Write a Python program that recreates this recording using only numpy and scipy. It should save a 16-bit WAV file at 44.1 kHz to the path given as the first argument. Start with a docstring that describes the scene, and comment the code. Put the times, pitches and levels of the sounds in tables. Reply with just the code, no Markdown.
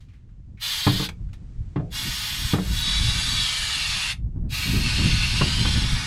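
"""Faint handling ticks and a low wind rumble open the scene; then an aerosol can sprays into a boat hatch.
Spray: three passes of coloured noise start bright, the last two turn duller as the top fizz fades;
hatch echoes, resonances and gliding gap tones colour the hiss. Knocks: noise thuds, deck modes, hull boom.
Wind: low noise bands on the microphone follow a breeze, rising overall, and single gusts.
Can handling is short resonant noise; a short roof echo and faint air noise surround it all."""
import sys
import numpy as np
from scipy import signal
from scipy.fft import rfft, irfft, next_fast_len
from scipy.io import wavfile
from scipy.ndimage import map_coordinates

SR = 44100
rng = np.random.default_rng(int(sys.argv[2]) if len(sys.argv) > 2 else 0)


def generate_wav(sig):
    """Save sig (samples, or channels by samples) to the path in sys.argv[1] as 16-bit PCM at SR."""
    pcm = np.round(np.clip(np.atleast_2d(sig).T, -1, 1) * 32767).astype(np.int16)
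    wavfile.write(sys.argv[1], SR, pcm)


N = 267246


def amp(db):
    """Decibels to gain."""
    return 10 ** (np.asarray(db) / 20)


def unit(x):
    """Scale to rms 1."""
    return x / np.sqrt(np.mean(x ** 2) + 1e-20)


def along(points, hz):
    """Interpolate (f/Hz, value) points on a log-frequency axis."""
    f, v = np.transpose(points)
    return np.interp(np.log(hz + 1), np.log(f + 1), v)


def curves(rows):
    """Interpolate each column after t/s to one value per sample."""
    s, *cols = np.transpose(rows)
    return [np.interp(np.arange(N) / SR, s, c) for c in cols]


def ramp(u):
    """Smooth step from 0 to 1 as u goes from 0 to 1."""
    return np.sin(np.pi / 2 * np.clip(u, 0, 1)) ** 2


def swell(s, length_s):
    """Bell-shaped rise and fall around time s; falls to exp(-2) at +-length_s."""
    return np.exp(-2 * ((np.arange(N) / SR - s) / length_s) ** 2)


def wobble(rate_hz):
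    """Smooth random curve through rate_hz Gaussian knots a second."""
    coarse = np.arange(0, N + 64, 64)
    knots = rng.standard_normal(400)
    smooth = map_coordinates(knots, [coarse * rate_hz / SR], mode="mirror")
    return np.interp(np.arange(N), coarse, smooth)


def filtered(x, response):
    """Apply a gain response of frequency, zero-padded against wrap-around."""
    size = x.shape[-1]
    m = next_fast_len(size + SR // 4)
    spectrum = rfft(x, m) * response(np.fft.rfftfreq(m, 1 / SR))
    return irfft(spectrum, m)[..., :size]


def noise(spectrum, size=N):
    """Gaussian noise of rms 1 with the given spectral shape."""
    white = rng.standard_normal(size)
    return unit(filtered(white, lambda hz: amp(along(spectrum, hz))))


def add(track, s, sound):
    """Mix a sound into the track at time s."""
    part = track[round(s * SR):][:len(sound)]
    part += sound[:len(part)]


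# faint hiss of the surroundings: t/s, level/dB
AMBIENCE_S_DB = [(.4, -70), (1.15, -62.5), (1.85, -58.5), (4.2, -68.5)]
# its spectral shape: f/Hz, relative level/dB per Hz
AIR_HZ_DB = [(200, 25), (600, 10), (1800, 7.5), (4000, 2.5), (7500, -0.5), (9500, -7.5), (12000, -48)]


def ambience():
    """Air noise of the surroundings, slowly changing in level."""
    level_db, = curves(AMBIENCE_S_DB)
    return amp(level_db) * noise(AIR_HZ_DB)


# breeze on the microphone: t/s, rumble level/dB
BREEZE_S_DB = [(0.0, -42.5), (0.86, -45.5), (1.1, -39), (2.28, -36.5), (2.56, -30.5), (3.14, -27.5),
               (3.53, -40), (3.91, -40), (5.13, -23.5), (6.06, -32.5)]
# single gusts: t/s, half-length/s, rumble level/dB, flutter re rumble/dB before trim
GUSTS = [(0.517, .09, -40.5, -4.5), (0.978, 0.065, -27, -1), (1.262, 0.102, -29.5, -20),
         (1.598, 0.048, -28, -20), (2.068, 0.1, -37, 6.5), (2.45, 0.055, -23, -12.5),
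         (2.72, .1, -26.5, -11), (3.06, 0.2, -26, -5), (3.324, .12, -26.5, -9), (3.63, .08, -34, -23),
         (3.88, .1, -34, -9.5), (4.257, 0.098, -27, -11.5), (4.428, 0.12, -27.5, 0), (4.79, 0.14, -25, 7.5),
         (5.044, 0.11, -24, 5), (5.475, .14, -23, -3.5), (5.72, 0.33, -23.5, 0), (5.938, 0.091, -23, -10.5)]
# spectral shapes: f/Hz, relative level/dB per Hz
RUMBLE_HZ_DB = [(10, -11), (25, -2), (50, 1.5), (85, -4), (125, -4.5), (190, -19), (400, -82)]
FLUTTER_HZ_DB = [(60, -9), (120, 0.5), (165, 1), (220, -2.5), (300, -11.5), (450, -23.5), (800, -33.5),
                 (2000, -51.5), (5000, -87)]
BREEZE_FLUTTER_DB, FLUTTER_TRIM_DB = -6.5, -4.5  # breeze flutter re rumble before trim; trim of all flutter


def wind():
    """Gusts add in power to the breeze; large eddies rumble, small ones flutter in quick lumps."""
    breeze_db, = curves(BREEZE_S_DB)
    large, small = amp(breeze_db), amp(breeze_db + BREEZE_FLUTTER_DB)
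    for s, length_s, db, flutter_db in GUSTS:
        gust = amp(db) * swell(s, length_s)
        large = np.hypot(large, gust)
        small = np.hypot(small, amp(flutter_db) * gust)
    eddies = wobble(25)
    rumble = large * unit(noise(RUMBLE_HZ_DB) * amp(1.02 * eddies))
    flutter = small * unit(noise(FLUTTER_HZ_DB) * amp(eddies + 2.77 * wobble(35)))
    return rumble + amp(FLUTTER_TRIM_DB) * flutter


# echo under the roof: f/Hz, t60/s
SHELTER_HZ_T60 = [(150, 0.37), (1000, 0.18), (4000, 0.13), (14000, 0.14)]


def shelter(x):
    """Short roof echo: convolution with noise decaying at its own t60 per frequency."""
    hz, t, z = signal.stft(rng.standard_normal(SR // 2), SR, nperseg=256)
    decay = amp(-60 * t / along(SHELTER_HZ_T60, hz)[:, None])
    tail = signal.istft(z * decay, SR, nperseg=256)[1]
    return signal.fftconvolve(x, tail / np.linalg.norm(tail))[:N]


# can and nozzle handling: t/s, level/dB, f/Hz, width/Hz, t60/s
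CLICKS = [(.005, -60, 2840, 4000, 0.25), (0.085, -64, 2100, 1500, 0.48), (0.134, -63, 1930, 1490, 0.3),
          (0.288, -69.5, 1500, 1190, 0.31), (.573, -55.5, 2230, 355, 1), (1.089, -27.5, 1810, 2940, 0.04),
          (1.289, -58, 1590, 790, 0.046), (1.331, -47, 2170, 2980, 0.093)]
CLICK_RISE_S = .0005


def clicks():
    """Fingers tick on the nozzle and rub the can: decaying noise in one resonance each."""
    track, t = np.zeros(N), np.arange(SR // 4) / SR
    for s, db, hz, width_hz, t60_s in CLICKS:
        def colour(f):
            """Band-pass resonance with a treble roll-off."""
            return f * width_hz / np.hypot(hz ** 2 - f ** 2, f * width_hz) / (1 + (f / 7000) ** 2)

        tick = unit(filtered(rng.standard_normal(len(t)), colour))
        add(track, s, tick * amp(db - 60 * t / t60_s) * (1 - np.exp(-t / CLICK_RISE_S)))
    return track


# blows on the deck: t/s, level/dB, thud hardness/dB, mode tilt/(dB/octave)
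KNOCKS = [(.866, -13, 8, -10), (0.876, -11, -15, -2), (0.997, -25.5, 3, 4.5), (1.022, -33, 11, -2),
          (1.759, -15.5, -2, -2.5), (1.795, -16.5, -14.5, -5), (2.534, -11.5, 0.5, -0.5),
          (2.55, -19.5, 1, -5), (2.583, -16, -3.5, -2), (5.41, -14, 5, -6.5), (5.65, -24.5, 7, 3)]
# deck modes: f/Hz, relative level/dB, t60/s
DECK_MODES = [(108.6, -1, .15), (137, -3, .2), (187, 1, 0.24), (300, -3.5, .22), (379, -20, 0.1),
              (447, -13.5, 0.24), (530, -14, 0.15), (962, -22, 0.068), (1207, -15.5, 0.091),
              (1715, -32, .1)]
# spectral shapes of thud and of the hull's many close modes: f/Hz, relative level/dB per Hz
THUD_HZ_DB = [(60, -50), (150, -4.5), (400, 1.5), (700, -7.5), (1000, 0.5), (1700, -9), (2500, -16),
              (5000, -31), (9000, -69.5)]
HULL_HZ_DB = [(60, -19), (130, 13.5), (250, -5.5), (400, -2), (700, -8.5), (2000, -68.5)]


def knocks(thud_t60_s=0.082, hull_t60_s=0.33, swell_s=0.0004, rise_s=0.0029, pivot_hz=170):
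    """Each blow gives a short woody thud, rings the hollow deck's modes and booms the hull."""
    track, t = np.zeros(N), np.arange(SR // 2) / SR
    hz, mode_db, t60_s = np.transpose(DECK_MODES)[:, :, None]
    for s, db, hard_db, tilt in KNOCKS:
        # the spot struck sets the balance of low and high modes
        tilt_db = tilt * np.log2(hz / pivot_hz)
        scatter_db = 2 * rng.standard_normal(hz.shape)
        strength = amp(mode_db + tilt_db + scatter_db - 60 * t / t60_s)
        pitch_hz = hz * (1 + 0.0068 * rng.standard_normal(hz.shape))
        cycles = pitch_hz * t + rng.random(hz.shape)
        ring = amp(-7.5) * np.sum(strength * np.sin(2 * np.pi * cycles), axis=0)
        boom = noise(HULL_HZ_DB, size=len(t)) * amp(-14.0 - 60 * t / hull_t60_s)
        thud = noise(THUD_HZ_DB, size=len(t)) * amp(hard_db - 7.5 - 60 * t / thud_t60_s)
        body = (ring + boom) * (1 - np.exp(-t / swell_s))
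        add(track, s, amp(db) * (body + thud * (1 - np.exp(-t / rise_s))))
    return track


# passes: open t/s, shut t/s, rise/s, fall/s, then hiss, sizzle, core level/dB before the
# offsets in spray(), then delay from opening to the middle of the dulling/s
VALVE_PASSES = [(0.59, 1.046, 0.063, .035, -29, -41.5, -29.5, 1.0),
                (1.898, 4.107, 0.068, .04, -28.5, -40, -36, 0.94),
                (4.482, 6.2, 0.075, .04, -26.5, -40.5, -42, .35)]
DULLING_S = 0.1


def valve():
    """The finger works the nozzle: flow 0-1, dullness 0-1, and the pass's hiss, sizzle, core dB."""
    t = np.arange(N) / SR
    flow, dull, levels_db = np.zeros(N), np.zeros(N), np.zeros((3, N))
    for on, off, rise, fall, hiss_db, sizzle_db, core_db, bright_s in VALVE_PASSES:
        flow = flow + ramp((t - on) / rise) * ramp(1 - (t - off) / fall)
        dull = np.where(t >= on, ramp((t - on - bright_s) / DULLING_S + .5), dull)
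        levels_db = np.where(t >= on, [[hiss_db], [sizzle_db], [core_db]], levels_db)
    return flow, dull, levels_db


EASE_S, EASE_IN_S, EASE_OUT_S, EASE_DB = 2.585, 0.07, 0.22, -11.5


def ease():
    """The finger slackens once and presses again: one smooth dip, in dB."""
    t = np.arange(N) / SR
    return EASE_DB * ramp(1 + (t - EASE_S) / EASE_IN_S) * ramp(1 - (t - EASE_S) / EASE_OUT_S)


# echoes off hatch walls and raised lid: delay/s, gain before power normalization
WALLS_S_GAIN = [(.0018, 0.32), (.0032, 0.24), (.0049, .18), (.0061, 0.079)]


def reflections(x, scatter, sway_s, sway_rate_hz, longest_s, count=14):
    """Delayed copies off the hatch; path lengths wander with the hand, so ripples drift in the hiss."""
    draws = rng.random((count, 2))
    small = [(longest_s * (.1 + .9 * far), scatter * np.sign(side - .5)) for far, side in draws]
    paths = list(WALLS_S_GAIN) + small
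    fine = signal.resample_poly(x, 4, 1)  # quarter-sample delays
    out = x.copy()
    for delay_s, gain in paths:
        at = np.arange(N) - SR * (delay_s + sway_s * wobble(sway_rate_hz))
        index = np.clip(np.round(4 * at).astype(int), 0, len(fine) - 1)
        out += gain * fine[index]
    return out / np.sqrt(1 + sum(gain ** 2 for _, gain in paths))


# air resonances of the hatch: f/Hz, width/Hz, lift/dB (overlaps add)
HATCH_MODES = [(1185, 200, 4), (1487, 87, 7), (1823, 79, 4.5), (1860, 27, 0), (2327, 46, 5),
               (3090, 14, -2.5), (3060, 160, -2), (3572, 55, 5), (4120, 340, -4), (4140, 60, 8.5),
               (4535, 200, -1.5), (4883, 80, 5.5), (4980, 170, -9.5), (5990, 170, 1), (7970, 640, 11),
               (8680, 240, -2)]


def hatch_response(f):
    """Peaks and dips that the hatch's air resonances impose on the jet."""
    return amp(sum(db / (1 + (2 * (f - hz) / width_hz) ** 2) for hz, width_hz, db in HATCH_MODES))


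def gap_ring(hz, width_hz):
    """Jet-driven air around the can: narrow-band noise on a carrier at hz."""
    beats = unit(filtered(rng.standard_normal((2, N)), lambda f: 1 / (1 + (f / width_hz) ** 2)))
    phase = 2 * np.pi * np.cumsum(hz * np.ones(N)) / SR
    return beats[0] * np.cos(phase) + beats[1] * np.sin(phase)


# air gap between can and hatch floor: t/s, f/Hz, level re hiss setting/dB
GAP_S_HZ_DB = [(.62, 2900, -10.5), (1.05, 3455, -14), (2.4, 3390, -8.5), (3.3, 3480, -15.5),
               (3.6, 3000, -10.5), (3.85, 2712, -8), (4.55, 2614, -7), (5.33, 2700, -6.5), (5.58, 3048, -6),
               (5.72, 3260, -13), (6.05, 3670, -11)]
# its modes: multiple of f, relative level/dB
GAP_MODES = [(1, -1), (1.34, -11), (1.62, -8.5)]
# brief whistles of the jet: middle t/s, half-length/s, level re hiss setting/dB
WHISTLES = [(2.92, .26, -6.5), (3.38, .16, -8)]
# whistle tones: f/Hz, relative level/dB
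WHISTLE_HZ_DB = [(3420, -3), (3868, 0), (4525, -2)]
GAP_WAVER_DB = 1.5


def rings():
    """Gap modes glide together as the can moves, each wavering in level; the jet whistles briefly."""
    hz, gap_db = curves(GAP_S_HZ_DB)
    gap = 0
    for multiple, db in GAP_MODES:
        level = amp(gap_db + db + GAP_WAVER_DB * wobble(12))
        gap = gap + level * gap_ring(multiple * hz, width_hz=148)
    tones = sum(amp(db) * gap_ring(tone_hz, width_hz=57) for tone_hz, db in WHISTLE_HZ_DB)
    return gap + tones * sum(amp(db) * swell(s, length_s) for s, length_s, db in WHISTLES)


# nozzle turning towards and away from the microphone: t/s, treble level/dB
AIM_S_DB = [(.65, 2), (1.0, -0.5), (2.0, 0), (2.7, 0), (3.4, 2.5), (4.1, 0.5), (5.0, 0), (5.7, 0),
            (6.05, -3.5)]
# spectral shapes of the jet's layers: f/Hz, relative level/dB per Hz
HISS_HZ_DB = [(1500, -27.5), (2300, -5.5), (2800, -1.5), (3600, -3), (4500, 0.5), (5200, -0.5),
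              (6000, -16.5), (7500, -40), (10000, -60.5)]
RUSH_HZ_DB = [(200, -72), (500, -18), (850, 0.5), (1400, 2), (2100, 6), (2600, -2.5), (3500, -5),
              (6000, -51)]  # on the hatch floor
SIZZLE_HZ_DB = [(3500, -55.5), (5200, -3.5), (6200, 8), (7200, 4.5), (8000, -3.5), (9000, 3.5),
                (10600, 1.5), (11800, -6), (14000, -31)]
CORE_HZ_DB = [(2400, -31), (3000, -0.5), (4000, 0.5), (4900, -0.5), (5500, -37)]  # narrow core of the hiss
FIZZ_HZ_DB = [(8500, -66), (11000, 7.5), (12800, 12), (14300, 6), (15700, -2)]
SPREAD_HZ_DB = [(150, -5.5), (800, -1), (1800, -31), (7000, -28.5), (9000, -2), (10500, 5.5), (13000, 9.5),
                (15500, -5)]  # left-right difference
RUSH_DB, FIZZ_DB = -40, -37  # while bright; fizz before its layer offsets
DULL_HISS_DB, DULL_RUSH_DB, DULL_SIZZLE_DB, DULL_FIZZ_DB = 3, 3, 1, -20.5  # change from bright to dull
EASE_RUSH, EASE_SIZZLE = 0.72, 0.85  # share of the dip: rush; sizzle and fizz
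AIM_HISS, AIM_FIZZ = 1.33, 1.6  # share of the aim: hiss; fizz


def spray():
    """Turbulent jet as noise layers, sputtering with droplets and coloured by the hatch, in stereo."""
    opening, dull, (pass_db, pass_sizzle_db, core_db) = valve()
    aim_db, = curves(AIM_S_DB)
    ease_db = ease()
    hiss_db = pass_db + DULL_HISS_DB * dull + ease_db + AIM_HISS * aim_db
    rush_db = RUSH_DB + DULL_RUSH_DB * dull + EASE_RUSH * ease_db
    sizzle_db = pass_sizzle_db + DULL_SIZZLE_DB * dull + EASE_SIZZLE * ease_db + aim_db
    fizz_db = FIZZ_DB + DULL_FIZZ_DB * dull + EASE_SIZZLE * ease_db + AIM_FIZZ * aim_db
    sputter_db = .5 * noise([(10, 7), (150, -3.5), (600, -21.5), (2000, -53.5)])
    flow = opening * amp(sputter_db)

    hiss = amp(hiss_db - 4.5) * noise(HISS_HZ_DB)
    rush = amp(rush_db) * noise(RUSH_HZ_DB)
    sizzle = amp(sizzle_db) * noise(SIZZLE_HZ_DB)
    core = amp(core_db + ease_db) * noise(CORE_HZ_DB)
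    jet = reflections(flow * (hiss + rush + sizzle + core),
                      scatter=0.25, sway_s=.00006, sway_rate_hz=4, longest_s=.012)
    ring = flow * amp(hiss_db) * rings()
    fizz = reflections(flow * amp(fizz_db - 7.5) * noise(FIZZ_HZ_DB),
                       scatter=.16, sway_s=.00003, sway_rate_hz=5.2, longest_s=0.0021)
    # faint left-right difference noise, following the fizz level
    spread = flow * amp(fizz_db - 12.0) * noise(SPREAD_HZ_DB)
    centre = filtered(jet, hatch_response) + ring
    return centre + fizz * amp([[-2.6], [2.2]]) + spread * np.array([[-1], [1]])


def scene():
    """Spray, knocks and clicks with their roof echo, plus wind and faint air."""
    near = spray() + knocks() + clicks()
    echo = amp(-10) * shelter(near.mean(axis=0))
    return near + echo + wind() + ambience()


TOP_HZ = 15800


def record(dry):
    """Band limit: removes everything from TOP_HZ up."""
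    return filtered(dry, lambda hz: hz < TOP_HZ)


dry = scene()
out = record(dry)
generate_wav(out)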